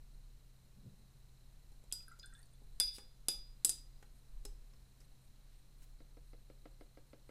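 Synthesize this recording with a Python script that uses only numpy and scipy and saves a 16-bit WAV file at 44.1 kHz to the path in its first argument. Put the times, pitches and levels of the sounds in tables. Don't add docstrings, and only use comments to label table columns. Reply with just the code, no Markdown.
import sys
import numpy as np
from scipy import signal
from scipy.fft import rfft, irfft, next_fast_len
from scipy.io import wavfile
from scipy.ndimage import map_coordinates

SR = 44100
rng = np.random.default_rng(int(sys.argv[2]) if len(sys.argv) > 2 else 0)


def ratio_of_db(decibels):
    return 10 ** (np.asarray(decibels, float) / 20)


def store_wav(level_fs):
    pcm = np.round(np.clip(np.atleast_2d(level_fs), -1, 1) * 32767)
    wavfile.write(sys.argv[1], SR, pcm.T.astype(np.int16))


N = 321930
CLOCK = np.arange(N) / SR
T = np.arange(SR // 2) / SR
SPOTS = 5

# (frequency [Hz], level [dB per Hz])
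CRACK_SPECTRUM = [(300, -27.5), (1500, -43), (3000, -14), (5000, -6.5), (6300, -11.5), (8000, -10),
                  (12000, -15.5), (13800, -18.5), (15000, -16.5), (16500, -46.5), (17000, -92)]
# (frequency [Hz], level [dB], t60 [s])
LOWEST_RINGS = [(1472, -33.5, 0.17), (2345, -26, 0.35), (3494, -3, 0.42), (3560, -15, 0.12)]
SECOND_RINGS = [(2600, -27, .26), (3755, -23, .35), (4902, -3.5, 0.33), (4924, -11, .15), (5066, -11, .12),
                (5218, -11, 0.1), (6056, -24, 0.26), (7219, -30, .25)]
HIGH_RINGS = [(7860, 0, 0.05), (8880, -4.5, 0.036), (9590, 3, 0.057), (9400, -14.5, 0.22),
              (11400, -16.5, 0.11), (11250, -10, 0.077), (13090, -16, .09), (14780, -20.5, 0.067)]


def unit(x):
    return x / np.sqrt(np.mean(x ** 2) + 1e-20)


def along(points, hz):
    f, v = np.transpose(points)
    return np.interp(np.log(hz + 1), np.log(f + 1), v)


def curve(rows):
    s, db = np.transpose(rows)
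    return ratio_of_db(np.interp(CLOCK, s, db, left=-140, right=-140))


def wobble(rate):
    knots = rng.standard_normal(int(N * rate / SR) + 4)
    return map_coordinates(knots, [np.arange(N) * rate / SR])


def noise(gain, count=N):
    m = next_fast_len(count + 4096)
    spectrum = rfft(rng.standard_normal(m)) * gain(np.fft.rfftfreq(m, 1 / SR))
    return unit(irfft(spectrum, m)[:count])


def peak(hz, width_hz):
    return lambda f: np.exp(-((f - hz) / width_hz) ** 2)


def tent(t, peak_s, rise_db_s, fall_db_s):
    return ratio_of_db(np.minimum(rise_db_s * (t - peak_s), fall_db_s * (peak_s - t)))


def ring(hz, db, t60, attack=0.00018):
    return ratio_of_db(db - 60 * T / t60) * np.sin(2 * np.pi * hz * T) * (1 - np.exp(-T / attack))


def puff(gain, t60, attack=0.0001):
    burst = np.pad(noise(gain, count=4000), (0, len(T) - 4000))
    return burst * ratio_of_db(-60 * T / t60) * (1 - np.exp(-T / attack))


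def silent_spots():
    return np.zeros((SPOTS, N + SR))


def add(track, s, sound):
    track[rng.integers(SPOTS), round(s * SR):][:len(T)] += sound


def air_hiss():
    # (frequency [Hz], level [dB per Hz])
    floor = [(26, -17), (48, -4.5), (70, -10.5), (110, -15.5), (185, -19.5), (350, -28), (540, -30.5),
             (1500, -36), (3400, -38.5), (9000, -38.5), (15400, -43.5), (15700, -82.5)]
    return ratio_of_db(-67.5 + .4 * wobble(1.4)) * noise(lambda f: ratio_of_db(along(floor, f)))


def fan():
    # (frequency [Hz], width [Hz], level [dB], unsteadiness [dB])
    rattle = [(4070, 340, -83.5, 0.5), (8700, 700, -95, 10), (11500, 600, -98, 9)]
    phase = 2 * np.pi * CLOCK
    hum = ratio_of_db(-68.0 + .8 * wobble(4.1)) * np.sin(129 * phase + .5 * wobble(13))
    turn = ratio_of_db(4.3 * np.cos(32.5 * phase + 1.5 * wobble(4)))
    flutter = 1.5 * np.tanh(wobble(22) / 1.5 - .3)
    whir = sum(ratio_of_db(db + loose_db * flutter) * noise(peak(hz, width_hz))
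               for hz, width_hz, db, loose_db in rattle)
    return hum + turn * whir


def building():
    # (time [s], level [dB])
    swell = [(0, -57.5), (.3, -60), (.6, -67), (1.5, -62.5), (1.95, -60), (2.3, -59), (2.64, -62.5),
             (2.74, -53.5), (3.24, -62), (3.38, -50), (3.76, -60.5), (3.98, -55), (4.24, -58), (4.5, -47.5),
             (4.9, -65.5), (5.5, -60), (6.8, -59), (7.3, -68.5)]
    drone = .85 * np.sin(33.5 * 2 * np.pi * CLOCK + .8 * wobble(2.5))
    rumble = .4 * noise(peak(30, 13)) + .45 * noise(peak(8, 8))
    return curve(swell) * ratio_of_db(3.0 + 1.1 * wobble(4.1)) * (drone + rumble)


def arm():
    settling = tent(CLOCK, peak_s=0.85, rise_db_s=103, fall_db_s=73)
    rub = noise(lambda f: peak(150, 75)(f) + 0.1 * peak(400, 200)(f))
    return ratio_of_db(-58) * settling * unit(ratio_of_db(4.2 * wobble(30)) * rub)


def wipes():
    # (time [s], level [dB], frequency [Hz], fade [dB/s])
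    slides = [
        (5.5, -80.5, 3000, 39.5),
        (5.84, -71.5, 8000, 201),
    ]
    out = np.zeros(N)
    for s, db, hz, fade in slides:
        grain = ratio_of_db(db + 3.3 * wobble(43))
        out += grain * tent(CLOCK, s, fade, fade) * noise(peak(hz, hz))
    return out


def desk():
    # (time [s], low level [dB], middle level [dB], high level [dB], share of ring time [0-1])
    contacts = [(1.718, -60, -91, -74.5, 0.4), (1.839, -48.5, -90, -75, 0.1), (1.925, -54, -60, -77, 0.3),
                (2.023, -63, -83, -70, 0.17), (2.19, -49.5, -82, -66, 0.08), (2.619, -56, -79, -99, 0.46),
                (2.802, -37, -41.5, -52, 0.07), (2.983, -43.5, -52.5, -59, 0.27),
                (3.285, -35, -43.5, -72.5, 0.3), (3.648, -48.5, -44, -68, 0.5), (3.695, -47, -53, -76, 0.3),
                (4.026, -58.5, -54.5, -71, 0.48), (4.451, -51.5, -54, -49.5, 1),
                (4.735, -69, -66.5, -82.5, 0.55), (5.003, -76.5, -76, -70, 0.76),
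                (5.013, -74, -67, -75, 0.84), (5.821, -70, -66.5, -73.5, .6)]
    # (frequency [Hz], level [dB], t60 [s])
    wood_modes = [(203, -6, 0.04), (278.6, 6.5, 0.045), (404, 5.5, 0.061), (492, -10.5, 0.22),
                  (823.5, -8, 0.16)]
    out = silent_spots()
    for s, low_db, middle_db, high_db, share in contacts:
        wood = sum(ring(hz, level + low_db - 3 + rng.normal(0, 1.7), share * t60, attack=0.002)
                   for hz, level, t60 in wood_modes)
        knock = ratio_of_db(middle_db - 3.5) * puff(peak(1500, 1800), 0.049, attack=0.00049)
        tick = ratio_of_db(high_db + 6) * puff(peak(8000, 4500), 0.036)
        add(out, s, wood + knock + tick)
    return out


def lid():
    # (time [s], level [dB])
    dabs = [
        (6.003, -51.5),
        (6.169, -52.5),
        (6.332, -50),
        (6.499, -49.5),
        (6.655, -45),
        (6.809, -47),
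        (6.972, -48.5),
        (7.131, -47),
        (7.291, -46.5),
    ]
    # (frequency [Hz], level [dB], t60 [s])
    body_modes = [(313, -0.5, 0.07), (402, 6, 0.026), (477, 0.5, 0.05), (532, -5.5, 0.082),
                  (687, -8, 0.047), (733, -8, 0.027)]
    top_modes = [(1340, 5, 0.033), (1613, -1, 0.057), (2055, 10.5, .015), (2710, -15.5, .01),
                 (4870, 5, 0.01)]
    bright_db = -16.5
    out = silent_spots()
    for s, db in dabs:
        boom = sum(ring(hz, level + rng.normal(0, .9), t60, attack=0.0015)
                   for hz, level, t60 in body_modes)
        tick = sum(ring(hz, level + bright_db + rng.normal(0, 0.65), t60)
                   for hz, level, t60 in top_modes)
        splat = ratio_of_db(-4) * puff(peak(535, 294), 0.055, attack=0.002)
        splat += ratio_of_db(bright_db - 0.5) * puff(peak(1560, 2800), 0.089)
        late_boom = np.roll(boom, 50)
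        add(out, s + .0006, ratio_of_db(db - 4.5) * (late_boom + tick + splat))
    return out


def water():
    # (time [s], level [dB], frequency [Hz])
    bubbles = [(1.931, -62, 1427), (2.004, -68.5, 1344), (2.079, -51, 1534), (2.08, -59, 1340),
               (2.114, -50, 1380), (2.114, -61.5, 2010), (2.115, -63, 1486), (2.133, -62, 1340),
               (2.237, -48.5, 1550), (2.239, -54.5, 1414), (2.264, -66, 1650), (2.28, -64, 1590),
               (2.302, -60, 1556), (2.324, -58.5, 1550), (2.326, -61, 1340), (2.325, -61, 1870),
               (2.348, -59.5, 1628), (2.374, -65, 1690), (2.384, -62, 1764), (2.39, -67, 1410),
               (2.402, -63, 1884), (2.429, -71, 1750)]
    out = silent_spots()
    for s, db, hz in bubbles:
        t60 = 0.073 * (1500 / hz) ** 1.5
        tremble = .75 * noise(peak(0, 70), len(T))
        phase = 2 * np.pi * hz * (T + .5 * T ** 2) + tremble
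        add(out, s, ratio_of_db(db - 60 * T / t60) * (1 - np.exp(-T / 0.0024)) * np.sin(phase))
    return out


def wall(family):
    return sum(ring(hz, level + rng.normal(0, 0.5), t60) for hz, level, t60 in family)


def rocking_jar():
    # (time [s], level [dB], split [Hz], t60 [s])
    swells = [
        (2.97, -63, 1.5, .5),
        (3.745, -62, 3.6, .48),
    ]
    hz = 4902
    out = silent_spots()
    for s, db, split_hz, t60 in swells:
        first = ring(hz, db, t60, attack=.01)
        second = ring(hz + split_hz, db - 2, t60, attack=.01)
        add(out, s, first + second)
    return out


def slips():
    # (time [s], low rings [dB], high rings [dB])
    scrapes = [
        (2.876, -39, -59.5),
        (2.96, -81, -56.5),
    ]
    run_up_s, slope_db_s = 0.1, 352
    grip = ratio_of_db(-60 * T / .2)
    grit = rng.standard_normal(len(T)) * (rng.random(len(T)) < .06)
    scratch = ratio_of_db(17.5) * puff(lambda f: ratio_of_db(along(CRACK_SPECTRUM, f)), 0.0035)
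    low = grip * (wall(SECOND_RINGS) + 0.2 * wall(LOWEST_RINGS))
    high = wall(HIGH_RINGS) + scratch
    push = grit * ratio_of_db(-16.5) * tent(T, run_up_s, slope_db_s, slope_db_s)
    out = silent_spots()
    for s, low_db, high_db in scrapes:
        glass = ratio_of_db(low_db) * low + ratio_of_db(high_db) * high
        add(out, s - run_up_s, signal.fftconvolve(push, glass)[:len(T)])
    return out


def single_modes():
    # (time [s], level [dB], frequency [Hz])
    touches = [(1.916, -51, 3210), (2.004, -63.5, 2580), (2.082, -54, 10350), (2.118, -63, 7560),
               (2.196, -53, 4936), (2.197, -58, 6800), (2.230, -53.5, 3494), (2.232, -56, 4230),
               (2.259, -51.5, 8880), (2.261, -62, 9590), (2.337, -57, 8500), (2.351, -61, 3494),
               (2.367, -71, 10100), (2.380, -67, 8880), (2.391, -60, 8880), (2.417, -64, 10600),
               (2.429, -64, 4530), (2.428, -64, 9000), (2.457, -68, 8880), (2.468, -68, 6900),
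               (2.534, -66, 8840), (2.538, -71.5, 3494), (4.4515, -54, 5085), (4.454, -49, 5250),
               (4.736, -67, 5280), (5.006, -64, 5200)]
    # (frequency [Hz], t60 [s])
    held_wall = [(3250, .035), (3494, .13), (4300, 0.036), (4905, 0.15), (5150, 0.045), (7000, 0.017),
                 (8900, 0.044), (10300, 0.017)]
    # (time [s], level [dB], frequency [Hz], t60 [s])
    favoured = [(1.938, -41, 11130, 0.023), (2.801, -57, 13090, 0.11), (2.803, -39, 9590, .1),
                (2.804, -39.5, 8880, 0.11), (3.285, -46, 9590, 0.066), (3.289, -49, 11250, 0.16),
                (3.6504, -29.5, 8880, 0.061), (3.6489, -35, 9590, 0.062), (3.652, -44, 5055, .09),
                (3.697, -28.5, 9590, 0.051), (2.938, -59, 8880, .2), (4.453, -61.5, 404, 0.29)]
    held = [(s, db, hz, along(held_wall, hz)) for s, db, hz in touches]
    out = silent_spots()
    for s, db, hz, t60 in list(favoured) + held:
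        contact = ratio_of_db(db - 2.5) * puff(peak(hz, 0.27 * hz), 0.01497)
        add(out, s, ring(hz, db, t60) + contact)
    return out


def blows():
    # (time [s], crack [dB], then against the crack: lowest ring, second ring, high rings [dB])
    knocks = [
        (1.9251, -25, -38.5, -15.5, -41),
        (2.8007, -16.5, -17.5, -12, -25),
        (3.2851, -16, -27, -17, -36),
        (3.6484, -12.5, -48, -32.5, -13),
        (3.6944, -19, -50.5, -19.5, -25.5),
    ]
    # (delay [s], level [dB])
    bounce = [(0, 1), (.0008, -12), (.0034, -8.5), (.006, -15.5)]
    f = np.fft.rfftfreq(2048, 1 / SR)
    lead_s = 40 / SR
    echoes = sum(ratio_of_db(level) * np.exp(-2j * np.pi * f * (lag + lead_s)) for lag, level in bounce)
    out = silent_spots()
    for s, db, low_db, second_db, high_db in knocks:
        bright = peak(9000 + 43 * (low_db + 49.5), 2200)
        colour = lambda hz: ratio_of_db(along(CRACK_SPECTRUM, hz)) * (.6 + 2.4 * bright(hz))
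        snap = irfft(colour(f) * echoes)[:900]
        crack = ratio_of_db(-12.5) * puff(colour, 0.032)
        crack[:len(snap)] += ratio_of_db(5.5) * snap / np.abs(snap).max()
        rings = ratio_of_db(low_db) * wall(LOWEST_RINGS) + ratio_of_db(second_db) * wall(SECOND_RINGS)
        rings += ratio_of_db(high_db) * wall(HIGH_RINGS)
        foot_thud = ring(305, -35, 0.058)
        add(out, s - lead_s, ratio_of_db(db) * (rings + foot_thud + crack))
    return out


def walls(spots, wet_db):
    # (frequency [Hz], t60 [s])
    decay = [(200, 0.37), (1500, 0.38), (5000, 0.33), (10000, 0.21), (16000, 0.31)]
    hz, t, z = signal.stft(rng.standard_normal((SPOTS, len(T))), SR, nperseg=256)
    tails = signal.istft(z * ratio_of_db(-60 * t / along(decay, hz)[:, None]), SR, nperseg=256)[1]
    tails = np.pad(tails / np.linalg.norm(tails[0]), ((0, 0), (130, 0)))
    wet = signal.fftconvolve(spots, tails, axes=1)[:, :N]
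    return (spots[:, :N] + ratio_of_db(wet_db) * wet).sum(0)


def scene():
    room = air_hiss() + fan() + building()
    jar = rocking_jar() + slips() + single_modes() + blows()
    near = walls(desk() + water() + jar, wet_db=-8.5)
    mono = room + arm() + wipes() + walls(lid(), wet_db=-12.5) + near
    return np.array([mono, mono])


def top_cut(x):
    return signal.sosfilt(signal.butter(12, 16550, fs=SR, output="sos"), x)


def record(dry):
    trace = ratio_of_db(-89) * noise(lambda f: (f < 9600) * (1 + 30 * peak(45, 35)(f)))
    mix = dry + np.array([trace, -trace]) - .0004
    return top_cut(mix)


dry = scene()
out = record(dry)
store_wav(out)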